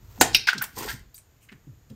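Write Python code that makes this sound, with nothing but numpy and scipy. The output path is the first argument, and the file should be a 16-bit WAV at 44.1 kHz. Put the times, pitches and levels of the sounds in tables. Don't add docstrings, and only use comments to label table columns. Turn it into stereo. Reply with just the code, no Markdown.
import sys
import numpy as np
from scipy import signal
from scipy.fft import rfft, irfft
from scipy.io import wavfile
from scipy.ndimage import uniform_filter1d

SR = 44100
rng = np.random.default_rng(int(sys.argv[2]) if len(sys.argv) > 2 else 0)


def to_wav(s):
    ch = np.atleast_2d(s).T
    pcm = np.round(np.clip(ch, -1, 1) * 32767)
    wavfile.write(sys.argv[1], SR, pcm.astype(np.int16))


N = 85995
T = np.arange(N) / SR

# f/Hz, level/dB
CRACK = [(40, -19.5), (100, -16), (220, -6.5), (370, -1.5), (570, -7.5), (820, -1), (1200, -8), (1500, -4),
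         (2400, -4.5), (5500, -9), (7200, -3), (9500, -10), (12300, -12), (15500, -18)]
SNAP = [(35, -39), (60, -27.5), (351, -23), (533, -27.5), (613, -34.5), (998, -33), (1630, -17.5),
        (1780, -22), (2650, -2.5), (3120, -9), (5700, -4), (7190, -33), (8080, -29.5), (10200, -21),
        (15500, -43)]
SPLUT = [(120, -69), (200, -50), (575, -35), (728, -23), (1260, -17.5), (1540, -9), (2380, -14),
         (3070, -12.5), (5200, -17), (7610, -32.5), (12700, -36), (15500, -36.5)]
# f/Hz, left-right correlation
PORT_LIKENESS = [(40, 0.85), (130, 1), (280, -0.066), (700, 0.46), (2000, -0.17), (8000, -0.37),
                 (15000, .2)]


def pops(size=8192):
    # t/s, level/dB, rise/s, hold/s, decay/s, pan/dB, colour
    pockets = [(0.2106, -4, .0007, 0.0043, .0045, 3, CRACK), (.3471, -5, .0003, .0035, .0038, 3, SNAP),
               (0.4699, -19, 0.0023, 0.025, .006, 2.5, SPLUT)]
    out, t = np.zeros((2, N)), T[:size]
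    for start, db, rise, hold, decay, pan_db, spectrum in pockets:
        envelope = np.minimum(t / rise, 1) * np.exp(-np.maximum(t - rise - hold, 0) / decay)
        add(out, start, amp(db) * burst(envelope, spectrum, clump_db=-0.5), pan_db)
    return out


def bubbles():
    # t/s, level/dB, f/Hz, length/s, glide/octaves, pan/dB
    cavities = [(.2075, -28, 68, .016, -.4, 5), (.2105, -14, 810, .0066, -.5, -6),
                (.2115, -11, 300, .011, -1.2, -1), (.212, -17, 1450, .016, -.1, -3),
                (.211, -17, 7200, .016, 0, 12), (.3473, -3, 2760, .0055, -.15, -6),
                (0.4867, -5, 1505, 0.0069, -0.15, 3), (0.5295, -18, 1493, .007, -0.25, 4.5),
                (.6110, -22.5, 1545, 0.014, 0.27, 4), (0.6257, -20.5, 1700, .004, 0.5, -3),
                (0.637, -34, 1020, 0.0088, -0.49, 7), (.8070, -30.5, 1000, 0.0056, 0.4, 0.5),
                (.8090, -31, 350, 0.0071, -0.44, 0), (0.85, -30, 406, 0.012, -0.83, 0),
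                (.8840, -31, 1618, 0.028, 0.091, -1), (0.913, -29, 1800, .006, 0.23, -4),
                (1.145, -51, 4680, .012, 0, 3)]
    out = np.zeros((2, N))
    for start, db, hz, length, glide, pan_db in cavities:
        add(out, start, amp(db) * ring(hz, length, glide), pan_db)
    return out


def tears():
    # t/s, level/dB, centre f/Hz, width/octaves, length/s, pan/dB
    films = [(0.174, -44.5, 570, 0.92, 0.0083, -2), (0.199, -32, 6500, 0.11, 0.048, 22.5),
             (0.329, -31.5, 4800, 0.34, 0.037, 6), (.3440, -25, 5300, .13, .004, 9),
             (.3468, -17, 12000, .5, .002, 0), (.4715, -20.5, 4960, 0.043, 0.0043, 11),
             (0.4727, -25, 2420, 0.35, 0.0048, 12), (0.531, -24.5, 1560, 1.2, 0.0056, 1),
             (0.5783, -28.5, 4580, 0.39, 0.011, 7.5), (0.6136, -28, 1590, 0.94, 0.016, 2.5),
             (0.622, -16.5, 13000, 0.37, 0.0061, 0), (0.634, -29, 5500, 2.6, 0.018, 5.5),
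             (0.776, -37.5, 8200, 2.1, 0.046, 12), (0.827, -39.5, 7200, 0.18, 0.01, 13.5),
             (0.887, -28.5, 3720, 0.27, 0.0037, 7), (0.994, -49.5, 8880, 1.1, 0.0033, 12),
             (1.1426, -41.5, 12800, .15, .0105, -2), (1.1435, -47.5, 4800, 0.59, .007, 5.5),
             (1.151, -44.5, 8100, 0.32, 0.026, 3.5), (1.177, -44, 12990, .12, .005, 0),
             (1.178, -46.5, 3920, 0.82, 0.0058, 3.5), (1.179, -44, 8700, 0.21, 0.014, 4),
             (1.407, -63.5, 2558, 0.23, 0.055, 2), (1.409, -58, 8980, 0.46, 0.065, 3),
             (1.487, -43.5, 2150, 0.4, 0.013, -0.5), (1.515, -47, 1860, 0.77, 0.018, 1),
             (1.898, -51.5, 3490, 0.88, 0.0098, 4)]
    out = np.zeros((2, N))
    for start, db, hz, octaves, length, pan_db in films:
        add(out, start, amp(db) * burst(swell(length), hump(hz, octaves)), pan_db)
    return out


def squeak(start=0.3612, db=-29.5, hz=12500, length=0.0145, jitter=0.014):
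    out = np.zeros((2, N))
    envelope = swell(length)
    waver, flutter = unit(uniform_filter1d(rng.standard_normal((2, len(envelope))), size=16))
    pitch = sweep(hz, length, glide=-0.15) * (1 + jitter * waver)
    whistle = (1 + 0.5 * flutter) * np.sin(2 * np.pi * np.cumsum(pitch) / SR)
    add(out, start, amp(db) * envelope * whistle, pan_db=1.5)
    return out


def squelch():
    # t/s, gurgle level/dB, crackle level/dB, fizz level/dB
    faders = [(0.729, -71.5, -70, -56), (0.75, -62.5, -54.5, -55), (0.771, -41.5, -45, -39.5),
              (0.788, -34, -41, -32), (0.805, -37.5, -42.5, -44.5), (0.84, -36, -36, -36),
              (0.858, -43, -44, -41), (0.876, -38, -39, -39.5), (0.885, -45, -30.5, -37.5),
              (0.914, -43.5, -35.5, -32.5), (0.942, -59, -49, -45), (0.96, -81, -72, -50),
              (1.03, -87.5, -100, -78)]
    # f/Hz, level/dB
    gurgle_colour = [(94, -41), (160, -13), (198, -2), (395, -7), (434, -8.5), (473, -4), (602, -16),
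                     (753, -7.5), (1010, -3), (1250, -17.5), (1620, -51), (2750, -120)]
    # f/Hz, level/dB
    crackle_colour = [(710, -67), (1200, -34.5), (1350, -3.5), (1600, -8.5), (1960, -4), (2340, -9),
                      (3430, -8.5), (5500, -17.5), (7150, -44), (12100, -120)]
    # f/Hz, level/dB
    fizz_colour = [(2650, -34), (4500, -0.5), (9380, -4), (10000, -15), (10800, -41), (11200, -10),
                   (12000, -2.5), (14500, -4), (15500, -15)]
    times, gurgle_db, crackle_db, fizz_db = np.transpose(faders)
    gurgle = fader(times, gurgle_db) * grains(gurgle_colour, per_s=360, spread_db=3.8, trim_db=0.14)
    crackle = fader(times, crackle_db) * grains(crackle_colour, per_s=1700, spread_db=2.1, trim_db=-1)
    fizz = fader(times, fizz_db) * grains(fizz_colour, per_s=3000, spread_db=1.5, trim_db=-0.5)
    return gurgle + crackle + fizz


def bumps():
    # t/s, level/dB, f/Hz, length/s, glide/octaves, pan/dB
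    thuds = [(0.184, -31, 249.4, 0.088, 0.25, 0), (0.73, -45.5, 166, 0.01, -0.66, 4),
             (0.929, -38, 125.1, 0.024, 0.048, -4.5), (1.668, -46, 250.5, 0.018, -.3, -1.5),
             (1.902, -41, 115, 0.027, -.3, -1)]
    out = np.zeros((2, N))
    for start, db, hz, length, glide, pan_db in thuds:
        tone = amp(-3) * ring(hz, length, glide)
        rub = amp(-2) * burst(swell(length), hump(hz=188, octaves=0.49))
        add(out, start, amp(db) * (tone + rub), pan_db)
    return out


def gulps():
    # t/s, level/dB, starting f/Hz, length/s, fall/octaves, pan/dB
    pushes = [(0.549, -35, 235, .066, 1.2, -5.5), (1.517, -45, 244.4, 0.056, 1.28, -4.5),
              (1.667, -43, 179.6, 0.0834, 1.38, -3.5), (1.903, -42.5, 221.6, 0.058, 0.13, -3)]
    out = np.zeros((2, N))
    for start, db, hz, length, fall, pan_db in pushes:
        age = np.minimum(T[:SR // 4] / length, 1)
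        envelope = swell(length, skew=0.48, size=len(age))
        phase = 2 * np.pi * np.cumsum(hz * 2 ** (-fall * age)) / SR
        overtone = amp(-12) * (1 - age) * np.sin(2 * phase)
        tone = envelope * (np.sin(phase) + overtone)
        rub = amp(-9) * burst(envelope, hump(hz, octaves=0.49))
        add(out, start, amp(db) * (tone + rub), pan_db)
    return out


def press():
    # t/s, level/dB
    pressure = [(0.0, -64.5), (0.168, -52.5), (0.195, -51)]
    # f/Hz, level/dB
    rustle_colour = [(180, -38), (300, -1), (620, -9), (1120, -6.5), (2280, -13.5), (6900, -11),
                     (10800, -26), (12700, -10), (15500, -15)]
    rustle = grains(rustle_colour, per_s=13000, spread_db=1.5, trim_db=0.37)
    return fader(*np.transpose(pressure)) * rustle


def rumble():
    # t/s, level/dB
    handling = [(0, -47), (.2, -51.5), (.38, -41.5), (.46, -69), (.72, -57.5), (.79, -42.5), (.87, -46),
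                (1.0, -44), (1.14, -63.5), (1.95, -57)]
    # f/Hz, level/dB
    table_colour = [(20, -16), (45, 0), (100, -2.5), (200, -15.5), (500, -33), (1500, -74)]
    return unit(colour(stereo_noise(N), table_colour)) * amp(np.interp(T, *np.transpose(handling)))


def hiss(db=-61):
    # f/Hz, level/dB
    hiss_colour = [(40, -13.5), (120, -5), (220, -13), (400, -14), (800, -20.5), (1650, -20.5),
                   (3850, -25), (6000, -26), (6950, -17.5), (8000, -30.5), (10400, -34),
                   (13900, -24.5), (15500, -38.5)]
    return amp(db) * unit(colour(stereo_noise(N), hiss_colour))


def room(send, size=22050, early_decay_s=0.0096):
    # f/Hz, t60/s
    t60 = [(100, 0.75), (400, 0.3032), (1500, 0.3044), (4000, 0.35), (8000, 0.21), (15000, 0.3)]
    # f/Hz, level/dB
    tail_colour = [(100, -1), (200, -5), (400, 2), (550, -1), (900, 1.5), (1500, 0.5), (4000, -5.5),
                   (8000, -1), (15000, -10.5)]
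    t = T[:size]
    hz, frame_times, bands = signal.stft(stereo_noise(size), SR, nperseg=256)
    decay = amp(-60 * frame_times / read(t60, hz)[:, None])
    tail = signal.istft(bands * decay, SR, nperseg=256)[1][:, :size]
    tail = colour(unit(tail * np.minimum(t / 0.0027, 1)), tail_colour)
    early = unit(stereo_noise(size) * np.exp(-t / early_decay_s) * np.minimum(t / 0.0076, 1))
    response = (amp(-6.5) * tail + amp(-8.5) * early) / np.sqrt(size)
    return signal.fftconvolve(send, response, axes=1)[:, :N]


def burst(envelope, spectrum, clump_db=4):
    n = len(envelope)
    clumps = amp(clump_db * unit(uniform_filter1d(rng.standard_normal(n), size=30)))
    ruptures = colour(pair(rng.standard_normal((2, n)) * envelope * clumps), spectrum)
    return np.array([unit(side) for side in ruptures]) * np.sqrt(np.mean(envelope ** 2))


def ring(hz, length, glide):
    phase = 2 * np.pi * np.cumsum(sweep(hz, length, glide)) / SR
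    lag = 0.54 * np.arccos(np.clip(read(PORT_LIKENESS, hz), -1, 1))
    return swell(length) * np.sin([phase, phase - lag])


def grains(spectrum, per_s, spread_db, trim_db):
    clicks = (rng.random((2, N)) < per_s / SR) * rng.choice([-1, 1], (2, N))
    clumps_db = 2 * unit(uniform_filter1d(rng.standard_normal(N), size=200))
    sizes = amp(clumps_db + spread_db * np.minimum(rng.exponential(1, (2, N)), 4))
    return amp(trim_db) * unit(colour(pair(clicks * sizes), spectrum))


def swell(length, skew=0.73, size=8192):
    return np.sin(np.pi * np.clip(T[:size] / length, 0, 1) ** skew)


def sweep(hz, length, glide, size=8192):
    return hz * 2 ** (glide * (np.minimum(T[:size] / length, 1) - 0.5))


def fader(times, db):
    return amp(np.interp(T, times, db, left=-120, right=-120))


def hump(hz, octaves):
    f = np.geomspace(20, 20000, 300)
    return np.c_[f, -40 * np.log10(1 + (np.log2(f / hz) / (2 * octaves)) ** 2)]


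def colour(x, spectrum, size=4096):
    gain = amp(read(spectrum, abs(np.fft.fftfreq(size, 1 / SR))))
    log_gain = np.log(np.maximum(gain, 1e-5))
    response = np.exp(np.conj(signal.hilbert(log_gain)))
    taps = np.fft.ifft(response).real[:size // 2]
    return signal.fftconvolve(x, taps[None], axes=1)[:, :x.shape[1]]


def pair(x):
    spectra, n = rfft(x), x.shape[1]
    likeness = read(PORT_LIKENESS, np.fft.rfftfreq(n, 1 / SR))
    angle = np.arccos(np.clip(likeness, -1, 1)) / 2
    mid, side = np.cos(angle) * spectra[0], np.sin(angle) * spectra[1]
    return irfft(np.array([mid + side, mid - side]), n)


def stereo_noise(n):
    return pair(rng.standard_normal((2, n)))


def add(mix, start, sound, pan_db):
    part = mix[:, max(round(start * SR), 0):][:, :sound.shape[-1]]
    part += (sound * amp([[pan_db / 2], [-pan_db / 2]]))[:, :part.shape[1]]


def read(points, hz):
    f, value = np.transpose(points)
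    return np.interp(np.log(hz + 1), np.log(f + 1), value)


def amp(db):
    return 10 ** (np.asarray(db) / 20)


def unit(x):
    return x / np.sqrt(np.mean(x ** 2) + 1e-20)


def scene():
    sharp = pops() + tears()
    ringing = bubbles() + squeak()
    dull = bumps() + gulps()
    sticky = squelch() + press()
    send = sharp + amp(-4.5) * ringing + amp(-1.5) * dull + sticky
    return sharp + ringing + dull + sticky + room(send) + rumble() + hiss()


def record(dry):
    # f/Hz, width/Hz, level/dB
    dips = [(565.3, 29, -4.5), (168.3, 18, -7), (10740, 550, -14.5)]
    hz = np.fft.rfftfreq(N, 1 / SR)
    response_db = sum(db * np.exp(-((hz - f) / width) ** 2) for f, width, db in dips)
    heard = irfft(rfft(dry) * amp(response_db), N)
    lowpass = signal.firwin(301, cutoff=15750, window=("kaiser", 8), fs=SR)
    return signal.oaconvolve(np.clip(heard, -1, 1), lowpass[None], "same")


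dry = scene()
out = record(dry)
to_wav(out)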